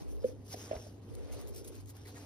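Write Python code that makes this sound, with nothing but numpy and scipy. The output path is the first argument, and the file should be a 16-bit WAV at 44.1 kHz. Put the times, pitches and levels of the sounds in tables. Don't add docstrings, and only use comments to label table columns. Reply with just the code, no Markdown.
import sys
import numpy as np
from scipy import signal
from scipy.fft import rfft, irfft
from scipy.io import wavfile
from scipy.ndimage import uniform_filter1d

SR = 44100
rng = np.random.default_rng(int(sys.argv[2]) if len(sys.argv) > 2 else 0)


def put_to_file(sound):
    columns = np.atleast_2d(sound).T
    safe = np.clip(columns, -1, 1)
    whole_steps = np.round(safe * 32767)
    wavfile.write(sys.argv[1], SR, whole_steps.astype(np.int16))


def invert_db(x):
    u = np.asarray(x, float) / 20
    return 10 ** u


N = 99225
T = np.arange(N) / SR

# time in seconds, peak in dB.
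SNAPS = [(0.5395, -43), (1.151, -42), (1.3273, -45), (1.4124, -43.5), (1.473, -45.5), (1.4805, -44),
         (1.5482, -43), (1.5604, -38), (1.569, -46), (1.6466, -42), (1.6773, -38), (1.7525, -42.5),
         (1.8078, -49.5), (1.8585, -49.5), (1.8926, -49), (1.9668, -46.5), (1.496, -54), (1.58, -47)]
# time in seconds, turn of the right channel [0-1], gain in dB.
STEERING = [(0, 0.94, 12.5), (.2, 0.74, 3), (.28, 0.46, 3), (.45, 0, 0.5), (1.08, 0, 2.5),
            (1.11, 0.64, 7.5), (1.45, 0.77, 5.5), (1.78, 0.33, 1.5), (1.93, 0, -2.5), (2.25, 0.03, 2)]


def rms_one(x):
    return x / np.sqrt(np.mean(np.abs(x) ** 2) + 1e-20)


def in_time(rows):
    s, *columns = np.transpose(rows)
    return [np.interp(T, s, c) for c in columns]


def at_hz(points, hz):
    point_hz, value = np.array(points).T[:2]
    return np.interp(np.log(hz), np.log(point_hz), value)


def drift(rate_hz):
    r = np.exp(-80 * np.pi * rate_hz / SR)
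    slow = signal.lfilter([1], [1, -2 * r, r * r], rng.standard_normal(N // 40 + 2002))[2000:]
    return np.interp(np.arange(N) / 40, np.arange(len(slow)), rms_one(slow))


def band(x, low_hz, high_hz):
    return signal.sosfilt(signal.butter(2, [low_hz, high_hz], "band", fs=SR, output="sos"), x)


def ring(x, hz, t60):
    r = invert_db(-60 / (t60 * SR))
    w = 2 * np.pi * hz / SR
    return signal.lfilter([0, np.sin(w)], [1, -2 * r * np.cos(w), r * r], x + 1e-18)


def analytic_noise():
    return signal.hilbert(rng.standard_normal(N))


def steered(z, hz):
    # frequency in Hz, phase in radians.
    full_turn = [(60, 3.5), (200, 4.2), (350, 2.38), (1000, 1.59)]
    share, gain_db = in_time(STEERING)
    turn = share * (at_hz(full_turn, hz) + 0.4 * drift(9.8))
    return invert_db(gain_db) * np.real([z, z * np.exp(1j * turn)])


def hair_noise():
    hairs_per_s, spread_db, share = 1900, -4.5, 0.67
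    size = invert_db(spread_db * np.minimum(rng.exponential(1, N), 5))
    grains = size * rng.choice([-1, 1], N) * (rng.random(N) < hairs_per_s / SR)
    white = rng.standard_normal((2, 2, N))
    white[:, 0] = rms_one(share * rms_one(grains) + (1 - share) * white[:, 0])
    return white


def squeaks(white):
    # peak in seconds, half length in seconds, level in dB, centre in Hz, width in Hz.
    tufts = [(.22, 0.02, -67, 5300, 696), (.535, 0.01, -49, 5580, 895), (.63, 0.044, -60, 5800, 1000),
             (.72, 0.0069, -52.5, 2470, 490), (.72, 0.014, -62.5, 5600, 500),
             (.756, 0.0071, -61, 4000, 696), (.757, 0.0061, -56.5, 5540, 800),
             (.82, 0.049, -62.5, 5640, 880), (1.3, 0.011, -62.5, 2180, 600),
             (1.335, 0.0091, -71, 4600, 800), (1.4, 0.01, -80, 4660, 900), (1.575, 0.041, -61.5, 5600, 805),
             (1.57, 0.031, -70.5, 4250, 595), (1.6475, .002, -59.5, 5300, 2970),
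             (1.755, 0.0034, -68, 4060, 1200), (.541, 0.0012, -51.5, 5130, 2000),
             (.7115, 0.0012, -78, 2230, 1410), (.2415, 0.0031, -55, 2000, 2400),
             (1.685, 0.0061, -57, 9450, 700), (2.065, 0.013, -59.5, 2070, 600),
             (2.085, 0.03, -68.5, 4200, 800), (2.02, 0.062, -68.5, 5530, 800),
             (2.165, 0.0099, -59, 1900, 600), (2.2, 0.024, -70, 5460, 800)]
    total = 0
    for k, (s, half_s, db, hz, width_hz) in enumerate(tufts):
        squeak = rms_one(band(white[k % 2, 0], hz - width_hz / 2, hz + width_hz / 2))
        total = total + invert_db(db) * np.exp(-((T - s) / half_s) ** 2) * squeak
    return total


def right_port_delay(x):
    lag_s, fixed_turn, from_hz = .000167, -1.67, 2170
    hz = np.arange(N // 2 + 1) * SR / N
    share = np.clip(hz / from_hz - .5, 0, 1)
    return irfft(rfft(x) * np.exp(-1j * share * (2 * np.pi * hz * lag_s - fixed_turn)), N)


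def fur():
    # peak, rise and fall in seconds, level in dB, tilt in dB per octave.
    strokes = [(.005, 0.035, 0.024, -63, -2), (.11, 0.023, 0.037, -69, 7.5), (.225, 0.0063, 0.045, -82, 2),
               (0.277, 0.033, 0.039, -63, 1), (0.494, 0.038, 0.024, -67, 3.5),
               (0.536, 0.025, 0.0086, -50.5, -0.9), (0.619, 0.075, 0.069, -57.5, -1.5),
               (0.748, 0.059, 0.043, -65, -7), (0.831, 0.064, 0.08, -66.5, -0.5),
               (1.153, 0.014, 0.0082, -73.5, 11), (1.299, 0.017, 0.027, -88.5, -11.5),
               (1.334, 0.018, 0.021, -58, 0.), (1.39, 0.022, 0.033, -63.5, -1.5),
               (2.083, 0.024, 0.026, -57.5, 0), (2.168, 0.014, 0.03, -64.5, -2.5)]
    scratches = [(1.486, 0.015, 0.019, -67, 4.5), (1.568, 0.021, 0.04, -57.5, 2.5),
                 (1.648, 0.0061, 0.021, -62, 1.5), (1.68, 0.008, 0.016, -58, 2.5),
                 (1.756, 0.045, 0.061, -63.5, -1), (1.811, 0.0071, 0.0047, -73, 6),
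                 (1.9, 0.025, 0.012, -59, 3), (1.97, 0.021, 0.04, -69, -2.5)]
    # time in seconds, level in dB.
    resting = [(0, -68.5), (.4, -74.5), (.6, -69.5), (.97, -73.5), (1.1, -67.5), (1.4, -63.5), (1.7, -74),
               (1.85, -75), (2.25, -60.5)]
    # frequency in Hz, level in dB per Hz.
    fur_colour = [(700, -2), (1500, -5.5), (3000, -3.5), (5600, -1.5), (7500, -1), (10000, -3.5),
                  (13000, -1), (15500, -2.5)]
    # frequency in Hz, level in dB.
    fur_pan = [(700, 0.1), (2000, 2), (4500, 1), (8000, .1), (15000, .3)]
    # frequency in Hz, left-right likeness [0-1].
    likeness = [(700, 0.59), (2500, 0.033), (4500, 0.067), (7000, 0.78), (15000, 0.76)]
    rest_tilt_db = -4
    snap_gain_db, snap_decay_s, snap_colour_db = -6, 0.0022, 2.5
    head_hz, head_octaves, head_gain_db, head_until_s = 5600, 0.17, 9, 1

    rest_db, = in_time(resting)
    rows = np.array(strokes + scratches)
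    shapes = np.array([np.exp(-((T - s) / np.where(T < s, rise, fall)) ** 2) for s, rise, fall in rows[:, :3]])
    white = hair_noise()
    snap_s, snap_db = np.transpose(SNAPS)
    after = T - snap_s[:, None]
    snaps = (after > 0) * np.exp(-np.abs(after) / snap_decay_s) * rng.standard_normal(N)
    snap_colour = rng.standard_normal((len(SNAPS), 18))

    out, scale, flutter = 0, 0, drift(62)
    edges = np.geomspace(600, 16500, num=19)
    for k, (low, high) in enumerate(zip(edges, edges[1:])):
        hz = np.sqrt(low * high)
        octave = np.log2(hz / 6000)
        alike = np.clip(at_hz(likeness, hz), 0, 1)
        head_db = head_gain_db * np.exp(-(np.log2(hz / head_hz) / head_octaves) ** 2)
        stroke_db = rows[:, 3] + rows[:, 4] * octave + head_db * (rows[:, 0] < head_until_s)
        level = invert_db(stroke_db) @ shapes + invert_db(rest_db + rest_tilt_db * octave)
        level *= invert_db(0.5 * flutter + 1.96 * drift(15) + 0.5 * drift(50))
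        near, own = band(white[k % 2] * level, low, high)
        crackle = invert_db(snap_db + snap_gain_db + snap_colour_db * snap_colour[:, k]) @ snaps
        near = near + invert_db(9 * min(octave + .6, 0)) * band(crackle, low, high)
        right = invert_db(at_hz(fur_pan, hz)) * (alike * near + np.sqrt(1 - alike ** 2) * own)
        colour = invert_db(at_hz(fur_colour, hz)) * (-1) ** k
        out = out + colour * np.array([near, right])
        scale += colour ** 2 * (high - low) * 2 / SR
    out = out / np.sqrt(scale) + squeaks(white)
    out[1] = right_port_delay(out[1])
    return out


def knocks():
    # time in seconds, peak in dB, pitch in Hz, t60 in seconds, crackle in dB.
    bone_knocks = [
        (.241, -18, 520.6, 0.08, -45),
        (.541, -31, 723, 0.025, -40),
        (0.543, -35.5, 412, 0.03, -17),
        (.7115, -20.5, 618.7, 0.029, -29),
        (.724, -34.5, 600, 0.11, -17),
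        (0.729, -29, 646, 0.067, -23),
        (.752, -35, 688, 0.05, -22),
        (.764, -30, 494, 0.0075, -18),
        (.866, -38, 640, 0.024, -38),
    ]
    paw_thump = (.748, -39., 70., .19, -50.)
    # ratio to the pitch, level in dB.
    other_modes = [(0.746, -13.5), (0.44, -17), (1.194, -20)]
    contact_share, grip_share = 0.058, 0.35
    lag_s, pan_db = 0.00032, -1.07
    tail_db, tail_t60_share, tail_rough = -31.5, 2.1, 0.61
    tail_hold = 11.3

    out = np.zeros((2, N))
    for s, db, hz, t60, crackle_db in bone_knocks + [paw_thump]:
        contact_s = contact_share * t60 + 0.002
        burst = rng.standard_normal(N) * (T > s) * np.exp(-np.abs(T - s) / .003)
        crackle = band(burst, 1500, 3000) * 3
        for side in (0, 1):
            after = T - s + side * lag_s
            push = np.sin(np.pi * np.clip(after / contact_s, 0, 1)) ** 2 * 4 / (contact_s * SR)
            body = 0
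            for ratio, mode_db in [(0.97, 0.0065)] + other_modes:
                mode_hz = hz * ratio
                body = body + invert_db(mode_db) * ring(push * np.cos(2 * np.pi * mode_hz * after), mode_hz, t60)
            body = body * np.exp(-(after / (grip_share * t60)) ** 4)
            out[side] += invert_db(db + pan_db * (0.5 - 2 * side)) * (body + invert_db(crackle_db) * crackle)
        after = np.maximum(T - s - 2 * contact_s, 0)
        phase = 2 * np.pi * hz * 0.98 * T + tail_rough * np.array([drift(46), drift(27)])
        tail = np.sqrt(2) * np.sin(phase) * invert_db(2.6 * drift(45))
        fall_db = 60 * np.maximum(after - tail_hold * t60 ** 2, 0) / (tail_t60_share * t60)
        out += invert_db(db + tail_db - fall_db) * (1 - np.exp(-after / 0.0025)) * tail
    return out


def rub():
    # time in seconds, level in dB, centre in Hz.
    rubbing = [(0, -73.5, 450.), (.3, -56, 450.), (.45, -78, 400), (.54, -53, 500), (.61, -57.5, 400),
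               (.66, -57.5, 420), (.8, -59, 420), (.92, -70, 350), (1.05, -75, 443), (1.12, -62.5, 444.4),
               (1.28, -59.5, 507), (1.4, -59, 470), (1.55, -58, 420), (1.74, -56.5, 390.),
               (1.82, -77.5, 400.), (2.05, -60, 400.), (2.25, -63.5, 456)]
    width_hz = 164
    db, centre_hz = in_time(rubbing)
    low_pass = signal.butter(2, width_hz / 2, fs=SR, output="sos")
    base = signal.sosfilt(low_pass, rng.standard_normal((2, N)))
    z = rms_one(base[0] + 1j * base[1]) * np.exp(2j * np.pi * np.cumsum(centre_hz) / SR)
    return steered(invert_db(db + 3 + drift(12)) * z, 1000)


def room_air():
    # frequency in Hz, level in dB per Hz.
    room_colour = [(18, -45), (30, -14), (97, 4), (121, -10.5), (194, -3.5), (292, -5.5), (501, -11.5),
                   (695, -19), (1500, -39), (1950, -61), (3300, -120)]
    gust_colour = [(30, -34), (60, 27.5), (95, 7), (140, 19), (200, -40), (300, -42), (500, -40),
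                   (800, -80)]
    room_db, gust_db, diffuse_db, rumble_db = -54, -41.5, -3.5, -77.5
    opposite = np.array([[1], [-1]])
    white = [analytic_noise(), analytic_noise()]
    other = rng.standard_normal((2, 2, N))
    room, gust = 0, 0
    edges = np.geomspace(36, 1600, num=13)
    for k, (low, high) in enumerate(zip(edges, edges[1:])):
        hz = np.sqrt(low * high)
        diffuse, air = band(other[k % 2], low, high)
        tone = steered(band(white[k % 2], low, high), hz)
        tone = tone + invert_db(diffuse_db) * min(hz / 300, 1) * diffuse * opposite
        room = room + invert_db(at_hz(room_colour, hz) + 1.5 * drift(5)) * tone
        gust = gust + invert_db(at_hz(gust_colour, hz) + 2.5 * drift(15)) * air
    turn_share = in_time(STEERING)[0]
    rumble = invert_db(rumble_db) * rms_one(band(other[0, 0], 10, 55))
    return invert_db(room_db) * rms_one(room) + invert_db(gust_db) * turn_share * rms_one(gust) * opposite + rumble


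def appliance_hum():
    # centre in Hz, width in Hz, level in dB.
    hum_bands = [
        (252.6, 38, -61.5),
        (291.2, 7, -61.5),
        (400, 19.7, -70),
    ]
    # time in seconds, level in dB.
    mains_level = [(0.0, -53.5), (0.07, -117), (0.09, -62), (0.16, -89), (0.21, -55.5), (0.25, -62),
                   (0.32, -54), (1.11, -54.5), (1.21, -68), (1.25, -60.5), (1.32, -72), (1.36, -56.5),
                   (1.38, -48.5), (1.42, -86), (1.45, -59.5), (1.75, -62.5), (1.82, -53), (2.25, -55)]
    mains_hz, phase_rough = 100.6, 0.56
    out = invert_db(in_time(mains_level)[0] + 5) * np.sin(2 * np.pi * mains_hz * T + phase_rough * drift(28.6))
    for hz, width_hz, db in hum_bands:
        noise = rms_one(band(analytic_noise(), hz - width_hz / 2, hz + width_hz / 2))
        out = out + steered(invert_db(db) * noise, hz)
    return out


def scene():
    return fur() + knocks() + rub() + room_air() + appliance_hum()


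def dips(x, table):
    hz = np.arange(N // 2 + 1) * SR / N
    db = 0
    for low_hz, high_hz, cut_db in table:
        db = db + cut_db * np.exp(-((2 * hz - low_hz - high_hz) / (high_hz - low_hz)) ** 8)
    return irfft(rfft(x) * invert_db(db), N)


def roll_off(x):
    return signal.sosfilt(signal.butter(12, 17040, fs=SR, output="sos"), x)


def record(dry):
    # low edge in Hz, high edge in Hz, cut in dB.
    mid_nulls = [(6850., 8150., -26.), (12500., 14500., -26.)]
    side_nulls = [(9700., 11600., -26.), (15000., 17500., -14.)]
    null_opens_s, duck_share = .009, 0.72
    mid, side = (dry[0] + dry[1]) / 2, (dry[0] - dry[1]) / 2
    from_snap_s = np.min([np.abs(T - s - .004) for s, db in SNAPS if db > -52.5], axis=0)
    shut = 1 - 0.97 * uniform_filter1d(1. * (from_snap_s < null_opens_s), size=300)
    low = signal.sosfiltfilt(signal.butter(2, [144, 247], "band", fs=SR, output="sos"), mid)
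    mid = mid - np.clip(duck_share * in_time(STEERING)[0], 0, 1) * low
    mid = mid + shut * (dips(mid, mid_nulls) - mid)
    side = side + shut * (dips(side, side_nulls) - side)
    cut = signal.sosfilt(signal.cheby2(12, 60, 16100, fs=SR, output="sos"), [mid + side, mid - side])
    cut = signal.sosfilt(signal.butter(4, 30.6, "high", fs=SR, output="sos"), cut)
    return roll_off(cut)


dry = scene()
out = record(dry)
put_to_file(out)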